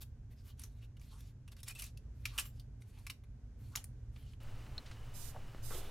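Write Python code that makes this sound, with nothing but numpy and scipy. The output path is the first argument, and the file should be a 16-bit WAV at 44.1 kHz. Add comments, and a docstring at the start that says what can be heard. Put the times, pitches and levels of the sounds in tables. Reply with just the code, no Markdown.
"""A quiet sewing room heard from close by: small steel scissors are handled and snip threads, cloth rustles,
the building hums low. At 4.4 s the scene changes: the sewing sounds stop and the air by a wooden table sets in
at once: its rumble and air, light taps, a tick, sliding cloth, and swishes of cloth on the right that the table
top mirrors. Friction and air are shaped noise, contacts are decaying noise bursts with rings, and the mirror is
a delayed copy of the swish."""
import sys
import numpy as np
from scipy import signal
from scipy.fft import rfft, irfft
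from scipy.io import wavfile
from scipy.ndimage import uniform_filter1d, map_coordinates

SR = 44100
rng = np.random.default_rng(int(sys.argv[2]) if len(sys.argv) > 2 else 0)


def to_wav(sig):
    """Store sig (one row per channel, or 1-D mono) as 16-bit WAV at the path in sys.argv[1].

    Samples outside -1..1 are clipped; the rate is SR.
    """
    pcm = np.clip(np.atleast_2d(sig), -1, 1) * 32767
    pcm = np.round(pcm).astype(np.int16)
    wavfile.write(sys.argv[1], SR, pcm.T)  # frames by channels


def linear_from_db(decibels):
    """Turn decibels (scalar or array-like) into linear amplitude factors; 0 gives 1."""
    return 10 ** (np.asarray(decibels, float) / 20)


N = 260190
T = np.arange(N) / SR


def unit(x):
    """Power normalisation: scaled to rms 1."""
    return x / np.sqrt(np.mean(x ** 2))


def curve(rows):
    """Piecewise-linear envelope: the columns of a table joined by straight lines in time."""
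    s, *columns = np.transpose(rows)
    return [np.interp(T, s, column) for column in columns]


def shape(points):
    """Transfer function: gain at every spectral line from (Hz, dB) points."""
    hz, db = np.transpose(points)
    line_hz = np.fft.rfftfreq(N, 1 / SR)
    return linear_from_db(np.interp(np.log(line_hz + 1), np.log(hz), db))


def filtered(x, points):
    """Linear filtering: the spectrum of x times the gains of (Hz, dB) points."""
    return irfft(rfft(x) * shape(points), N)


def coloured(points):
    """Spectral shaping: white noise given the spectrum of (Hz, dB) points."""
    return filtered(rng.standard_normal(N), points)


def band(x, lo_hz, hi_hz):
    """Band-pass filtering: a second-order Butterworth design, kept within 20 Hz to 20 kHz."""
    edges_hz = [max(lo_hz, 20), min(hi_hz, 20000)]
    return signal.sosfilt(signal.butter(2, edges_hz, "band", fs=SR, output="sos"), x)


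def ring(x, hz, t60):
    """Modal resonance: a two-pole mode decays 60 dB in t60 s, peak near 1 for a unit blow."""
    radius, angle = np.exp(-np.log(1000) / (t60 * SR)), 2 * np.pi * hz / SR
    return signal.lfilter([0, np.sin(angle)], [1, -2 * radius * np.cos(angle), radius ** 2], x)


def walk(rate):
    """Slow random modulation: rate levels a second joined by ramps, spread about 0.4."""
    k = int(SR / rate)
    held = np.repeat(rng.standard_normal(N // k + 1), k)
    return 0.52 * uniform_filter1d(held, k)[:N]


def stroke(start, end, edge_s):
    """Smooth gating: a movement starts and stops with sine-squared edges of edge_s."""
    return np.sin(np.pi / 2 * np.clip(np.minimum(T - start, end - T) / edge_s, 0, 1)) ** 2


def clatter(t60, rise_s):
    """Granular impact: a swarm of tiny uneven contacts builds up over rise_s, then dies away."""
    t = np.arange(int(0.2 * SR)) / SR
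    grit_db = 1.8 * rng.exponential(size=len(t))  # single contacts differ in strength
    contacts = unit(rng.standard_normal(len(t)) * linear_from_db(grit_db))
    after_s = np.maximum(t - rise_s, 0)
    fall = np.exp(-np.log(1000) * after_s / np.clip(t60, 0.01, 0.4))
    bite, bite_s = 0.49, 0.0042  # extra strength of the first contacts, and how fast it is gone
    fall = fall * (1 + bite * np.exp(-after_s / bite_s)) / (1 + bite)
    return contacts * np.minimum(t / rise_s, 1) ** 2 * fall


def add(out, x, s):
    """Superposition: mixes x into out from time s."""
    i = int(s * SR)
    out[i:i + len(x)] += x[:len(out) - i]


# hum spectrum: pitch_hz, level_db (per Hz, relative)
HUM_COLOUR = [(12, -41), (20, -11.5), (50, 4), (91, -2), (115, 0.5), (135, -4), (158, -16.5), (240, -17.5),
              (328, -32), (410, -27.5), (500, -32), (1090, -43), (1860, -45.5), (4300, -55), (6400, -51.5),
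              (9000, -60), (12500, -62), (16000, -86.5)]
# wavering tones in the hum: pitch_hz, width_hz, level_db (relative to the hum noise)
HUM_TONES = [(50.95, 16, -17), (116, 9.6, -11), (255, 70, -24), (1550, 120, -41)]
# stereo width of the hum: pitch_hz, side_minus_mid_db
HUM_SIDE = [(60, -27.5), (200, -17), (700, -9.5), (2400, -6), (4400, 2.5), (15000, -7.5)]
# swells of the hum: time_s, level_db (of its noise, before the tones are added)
HUM_LEVEL = [(0, -51.5), (1.85, -52.5), (2.05, -49), (2.6, -50.5), (3.2, -52), (3.7, -49), (5.9, -50)]


def hum():
    """Mid and side noise: low building hum with narrow-band tones, alike in the bass, wide in the treble."""
    mid = unit(coloured(HUM_COLOUR))
    tones = 0
    for hz, width_hz, db in HUM_TONES:
        tones = tones + linear_from_db(db) * unit(band(rng.standard_normal(N), hz - width_hz / 2, hz + width_hz / 2))
    mid = mid + tones
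    side = filtered(unit(coloured(HUM_COLOUR)), HUM_SIDE)
    return linear_from_db(curve(HUM_LEVEL)[0]) * (mid * linear_from_db([[-0.5], [0.5]]) + side * np.array([[1], [-1]]))


def rubbed(noise, rows, ring_db, width):
    """Friction noise: each stroke adds one broad ring, width being its half-width as a share of its pitch."""
    out = 0
    for start, end, db, hz in rows:
        i, j = int(start * SR), int(end * SR)
        grains = noise[:, i:j]
        x = np.zeros((2, N))
        x[:, i:j] = grains + linear_from_db(ring_db) * band(grains, hz * (1 - width), hz * (1 + width))
        out = out + linear_from_db(db) * stroke(start, end, min(0.07, 0.46 * (end - start))) * x
    return out


def crackle():
    """Stick-slip: gain leaps at each snapping crease and dies in a few ms."""
    per_s, size_db, decay_s = 90, -7, 0.002
    snaps = (rng.random(N) < per_s / SR) * linear_from_db(size_db) * rng.exponential(size=N)
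    return 1 + signal.lfilter([1], [1, -np.exp(-1 / (decay_s * SR))], snaps)


# spectrum of rubbed cloth: pitch_hz, level_db (per Hz, relative)
CLOTH_COLOUR = [(400, -12.5), (900, -6), (1670, -5.5), (3600, -2.5), (7000, -8), (11000, -8), (14500, -11),
                (16500, -27)]


def friction():
    """Stick-slip friction: fibres and blades slip in dense grains that flicker band by band."""
    noise = np.array([unit(coloured(CLOTH_COLOUR)) for _ in range(2)])
    rubbing = rustle(noise) + rubs(noise) + grinds(noise)
    # each region of the spectrum has its own grip and its own snapping creases
    below = []
    for hz in 1500 * 1.4 ** np.arange(7):
        below.append(signal.sosfiltfilt(signal.butter(4, hz, fs=SR, output="sos"), rubbing))
    out = below[0]
    for part in np.diff(below + [rubbing], axis=0):
        grip_db = 3.5 * walk(60) + 8 * walk(22)  # quick flicker and slow patches
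        out = out + part * linear_from_db(grip_db) * crackle()
    out = out * linear_from_db(2.0 * walk(45) + 1.1 * walk(300))
    mid, side = out
    return mid + linear_from_db(-21) * side * np.array([[1], [-1]])


# cloth and fingers rubbing: start_s, end_s, level_db (before ring and flicker), pitch_hz (of the ring)
RUSTLES = [(0, 0.046, -62, 7500), (0.29, 0.354, -74, 2000), (0.338, 0.467, -79.5, 5070),
           (0.427, 0.546, -65.5, 3050), (0.559, 0.705, -65, 5950), (0.657, 0.853, -81.5, 4000),
           (0.803, 0.873, -72, 2820), (0.985, 1.077, -72, 1900), (1.03, 1.18, -75.5, 4200),
           (1.153, 1.253, -71.5, 5500), (1.204, 1.343, -75, 7100), (1.509, 1.543, -63.5, 7800),
           (1.555, 1.63, -68, 2600), (1.646, 1.743, -58.5, 2480), (1.73, 1.922, -61, 2600),
           (2.12, 2.3, -79, 2410), (2.232, 2.338, -63.5, 4050), (2.307, 2.407, -70, 4620),
           (2.35, 2.525, -60.5, 2964), (2.491, 2.653, -78, 5000), (2.794, 2.847, -76, 2220),
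           (2.826, 3.124, -77.5, 4500), (3.564, 3.76, -73, 4330), (3.768, 3.836, -68, 3140),
           (4.106, 4.37, -74, 3030)]


def rustle(noise):
    """Friction of fibres: cloth and fingers rub with a faint ring from what is rubbed."""
    return rubbed(noise, RUSTLES, ring_db=-3, width=0.09)


# contacts of the scissors: start_s, level_db (before the bands), pitch_hz (main ring),
# body_db (relative), t60_s (of the clatter, at least 0.01)
SNIPS = [(0.0193, -46, 7600, -21, 0.0097), (0.5946, -47, 10200, -6.5, 0.028),
         (0.617, -50.5, 9600, -8, 0.03), (0.636, -43, 6160, -11, 0.043), (0.968, -62, 2880, -2, 0.058),
         (0.996, -63, 5500, -3, 0.023), (1.014, -57.5, 2470, -8, 0.046), (1.205, -52.5, 3600, -11, 0.04),
         (1.478, -51.5, 2780, -6.5, 0.053), (1.518, -55, 7980, -10, 0.022), (1.5659, -55, 4870, -4, 0.04),
         (1.603, -57, 9500, -12, 0.03), (1.631, -43, 4000, -14, 0.069), (1.678, -42, 2080, -10, 0.094),
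         (1.683, -34, 8100, -20, 0.025), (1.707, -44, 8550, -11, 0.036), (1.750, -51, 3900, -17, 0.1),
         (1.79, -45, 10500, -8, 0.036), (1.796, -38.5, 2890, -19, 0.049), (1.808, -48, 10300, -12, 0.022),
         (1.8207, -35.5, 2460, -18, 0.045), (1.84, -44, 6160, -16, 0.033), (1.8626, -53, 8500, -20, 0.064),
         (1.9732, -51, 2700, -14, 0.035), (2.2541, -28.5, 2400, -8.5, 0.049),
         (2.3783, -30, 3050, -9, 0.097), (2.3848, -26.5, 2730, -7.5, 0.086),
         (2.395, -35.5, 9040, -20, 0.056), (2.405, -39, 4990, -8, 0.048), (2.455, -50, 3000, -6, 0.072),
         (2.5965, -50.5, 3150, -15, 0.048), (2.82, -56.5, 2180, -4, 0.036), (2.987, -57, 4070, -5, 0.03),
         (3.0666, -36.5, 2420, -6, 0.041), (3.0981, -36, 2200, -1.5, 0.035),
         (3.102, -37.5, 2880, -13, 0.041), (3.109, -51, 8500, -8, 0.026), (3.237, -63, 2270, -0.5, .051),
         (3.754, -33.5, 2330, -5, 0.014), (3.7576, -28, 6900, -12, 0.018), (3.761, -35, 5930, -9, 0.019),
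         (3.77, -35.5, 3090, -4.5, 0.039), (3.8414, -42, 9800, -12.5, 0.02), (4.161, -66, 2310, 9.5, 0.078),
         (4.334, -65.5, 3020, 6, 0.033)]


def scissors():
    """Impact excitation: contacts clatter in body, blade and edge bands, with main and chance rings."""
    out = np.zeros(N)
    rise_s = 0.0023
    for s, level_db, hz, body_db, t60 in SNIPS:
        octaves = np.log2(hz / 5000)
        edge_db = -4 + 2 * octaves - 0.21 * body_db  # brighter for high rings, duller for heavy bodies
        hump_db, hump_width = 2 * octaves, 0.12  # broad lift around the ring
        x = clatter(t60, rise_s)
        body = linear_from_db(body_db + 3.5) * band(band(x, 810, 4700), 780, 5700)
        blade = linear_from_db(1) * band(x, 4320, 6330)
        knock = linear_from_db(body_db - 4.5) * band(x, 1000, 1510)  # the handles' hollow knock
        edge = linear_from_db(edge_db) * band(x, 7730, 13160)
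        hump = linear_from_db(hump_db) * band(x, hz * (1 - hump_width), hz * (1 + hump_width))
        wide = body + blade + knock + edge + hump
        # grip and pivot play differ at every blow, so short rings fall at new pitches
        chance = sum(ring(wide, f, 0.0083) for f in 2000 + 12500 * rng.random(size=5))
        contact = wide + linear_from_db(-29) * chance + linear_from_db(-29) * ring(x, hz, 0.012)
        add(out, linear_from_db(level_db) * contact, s - 0.65 * rise_s)
    return out


def room(x):
    """Reverberation: early scatter and a short tail, different in each ear."""
    t60_s, room_db = 0.19, -7.5
    t = np.arange(int(0.4 * SR)) / SR
    decay = np.exp(-np.log(1000) * t / t60_s) + 0.96 * np.exp(-t / 0.0088)
    tail = rng.standard_normal((2, len(t))) * decay
    tail = tail / np.sqrt(np.sum(tail ** 2, axis=1, keepdims=True))
    return linear_from_db(room_db) * signal.fftconvolve(x[None], tail, axes=1)[:, :N]


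# low hollow rubs, perhaps a hand on the machine's casing:
# start_s, end_s, level_db (before ring and flicker), pitch_hz (of the ring)
HOLLOW_RUBS = [(1.09, 1.21, -74, 1080), (2.3, 2.4, -69, 1150), (2.934, 3.035, -77.5, 915),
               (3.709, 3.77, -70.5, 1140), (3.747, 3.81, -63.5, 696)]


def rubs(noise):
    """Resonant friction: low hollow rubs with a strong, broad ring."""
    return rubbed(noise, HOLLOW_RUBS, ring_db=16, width=0.24)


# blades grinding past each other: start_s, end_s, level_db (before ring and flicker), pitch_hz (of the ring)
BLADE_GRINDS = [(1.69, 1.712, -69, 3000), (1.702, 1.734, -71, 2500), (1.749, 1.775, -68, 2600),
                (1.746, 1.77, -71, 8250)]


def grinds(noise):
    """Friction-driven resonance: blades grind past each other and sing briefly in a narrow band."""
    return rubbed(noise, BLADE_GRINDS, ring_db=24, width=0.04)


# blades meeting fully: start_s, level_db (of the blow)
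SHUTS = [(2.391, -52), (2.455, -62), (3.761, -60)]
# lasting ring of the steel: pitch_hz, t60_s
STEEL_RING = (7505, .2)


def blade_ring():
    """Modal resonance: blades that meet fully set off one lasting mode of the steel."""
    blows = np.zeros(N)
    for s, db in SHUTS:
        add(blows, linear_from_db([db]), s)
    return ring(blows, *STEEL_RING)


# spectrum of the air by the table: pitch_hz, level_db (per Hz, relative)
AIR_COLOUR = [(120, -13), (300, -4.5), (500, -6.5), (1230, -8.5), (2200, -13), (2800, -13), (2960, -8.5),
              (3150, -16), (16000, -30.5)]


def table_bed():
    """Shaped noise: slow rumble and air by the table; both rise while hands lean on it."""
    from_s = 4.403  # the air sets in at once, the rumble fades in
    lean = stroke(5.62, 5.98, 0.18)  # hands lean on the table while dragging
    rumble_db, air_db = -47 + 2.5 * lean, -63.5 + 2.5 * lean
    air = coloured(AIR_COLOUR)
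    air = air / np.sqrt(np.mean(band(air, 400, 3500) ** 2))
    air = (T > from_s) * linear_from_db(air_db + 1.0 * walk(25)) * air
    rumble = unit(coloured([(2, -37), (5, -13), (14, 10.0), (30, -24), (120, -48), (500, -94)]))
    return air + stroke(from_s, N / SR + 1, 0.077) * linear_from_db(rumble_db) * rumble


# taps on the table: start_s, peak_db, pitch_hz (of the ring), width_hz, t60_s (at least 0.01)
TAPS = [(4.432, -55, 12400, 6000, 0.024), (4.664, -50.5, 1300, 2000, 0.028),
        (4.784, -51.5, 1210, 1800, .03), (4.86, -48, 3400, 3400, 0.17), (4.912, -42.5, 2440, 4130, 0.12),
        (5.346, -48, 720, 350, 0.14), (5.360, -42, 705, 348, 0.072), (5.546, -41, 400, 676, 0.011),
        (5.706, -44.5, 1270, 600, 0.3), (5.707, -43, 398, 400, 0.028)]


def taps():
    """Impact on wood: a band of decaying clatter led by a quicker tick, scaled to its peak."""
    out = np.zeros(N)
    for s, peak_db, hz, width_hz, t60 in TAPS:
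        x = clatter(t60, rise_s=0.0028)
        tick = band(clatter(0.026, rise_s=0.00035), hz / 3, hz * 1.16)
        tap = unit(band(x, hz - width_hz / 2, hz + width_hz / 2)) + linear_from_db(-10) * unit(tick)
        add(out, linear_from_db(peak_db) * tap / np.abs(tap).max(), s - 0.001)
    return out


# a small hard thing ticks on the table: start_s, level_db (energy of the blow)
TINK_BLOW = (4.7797, -43)
# its modes: pitch_hz, level_db (relative), t60_s
TINK_MODES = [(1950, -12, .04), (3930, -2, 0.035), (4220, 4, 0.032), (5250, -11, 0.017)]


def tink():
    """Modal synthesis: a very short scuffed blow into a few short modes."""
    start_s, level_db = TINK_BLOW
    crack, blow = clatter(0.01, rise_s=0.0004), np.zeros(N)
    add(blow, linear_from_db(level_db) * crack / np.sqrt(np.sum(crack ** 2)), start_s)
    modes = sum(linear_from_db(db) * ring(blow, hz, t60) for hz, db, t60 in TINK_MODES)
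    return modes + linear_from_db(3) * band(blow, 800, 7000)


# cloth swishes: start_s, end_s, level_db (before the pan), lag_start_ms, lag_end_ms (of the mirror image)
SWISHES = [(5.125, 5.33, -55.5, 0.775, 0.89), (5.612, 5.825, -54.5, 0.815, 0.755),
           (5.78, 5.935, -70, 0.6, .75)]
# spectrum of the swish: pitch_hz, level_db (per Hz, relative)
SWISH_COLOUR = [(2000, -8.5), (4000, 5.5), (6000, 7.5), (10500, 7.5), (15000, 6.5), (16500, -31)]
# reflection off the wood, which mirrors the treble best: pitch_hz, gain_db
MIRROR_COLOUR = [(3500, -11), (8500, 0), (13000, 0), (16000, -8)]


def swish():
    """Comb filtering: cloth hiss plus its mirror image off the table, the lag sliding as the hand moves."""
    noise, out = unit(coloured(SWISH_COLOUR)), 0
    mirrored = filtered(noise, MIRROR_COLOUR)
    for start, end, db, lag_from, lag_to in SWISHES:
        lag_ms = np.interp(T, [start, end], [lag_from, lag_to]) + 0.014 * walk(25)
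        share = np.clip(0.8 + 0.45 * walk(22), 0, 1)  # the image is clearer when the cloth lies flat
        mirror = share * map_coordinates(mirrored, [np.arange(N) - lag_ms * SR / 1000], order=3)
        envelope = stroke(start, end, 0.044) + 0.2 * stroke(start, end + 0.099, 0.16)
        out = out + linear_from_db(db) * envelope * (noise + mirror)
    return out * linear_from_db(1.0 * walk(40)) * linear_from_db([[-22], [4]])  # left, right


# spectrum of cloth dragged on wood: pitch_hz, level_db (per Hz, relative)
SLIDE_COLOUR = [(200, -8), (420, 7), (800, -2), (1300, -6), (2200, -11), (3600, -4), (6000, -27)]


def slide():
    """Sliding friction: cloth grips the wood, swells to its peak, then falls back to a steady drag."""
    start_s, peak_s, drop_s = 5.705, 5.75, 0.049
    rise = np.clip((T - start_s) / (peak_s - start_s), 0, 1)
    settle = 1 - np.exp(-np.maximum(T - peak_s, 0) / drop_s)
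    db = -50 - 10 * (1 - rise) - 8.5 * settle + 1.5 * walk(90)
    return stroke(start_s - 0.006, N / SR + 1, 0.027) * linear_from_db(db) * unit(coloured(SLIDE_COLOUR))


def scene():
    """Superposition: all sources in the two ears, the table's own sounds alike in both."""
    snips, cloth = scissors() + blade_ring(), friction()
    near = snips * linear_from_db([[-0.3], [0.3]]) + cloth + room(snips + cloth[0])
    table = table_bed() + taps() + tink() + slide()
    return hum() + near + table + swish()


def roll_off(x):
    """The treble ends steeply here."""
    return signal.sosfilt(signal.butter(12, 16490, fs=SR, output="sos"), x)


def record(dry):
    """Band limiting: a steep elliptic low-pass cuts the top above 16 kHz."""
    cut = signal.sosfilt(signal.ellip(8, 0.2, 60, 16000, fs=SR, output="sos"), dry)
    return roll_off(cut)


dry = scene()
out = record(dry)
to_wav(out)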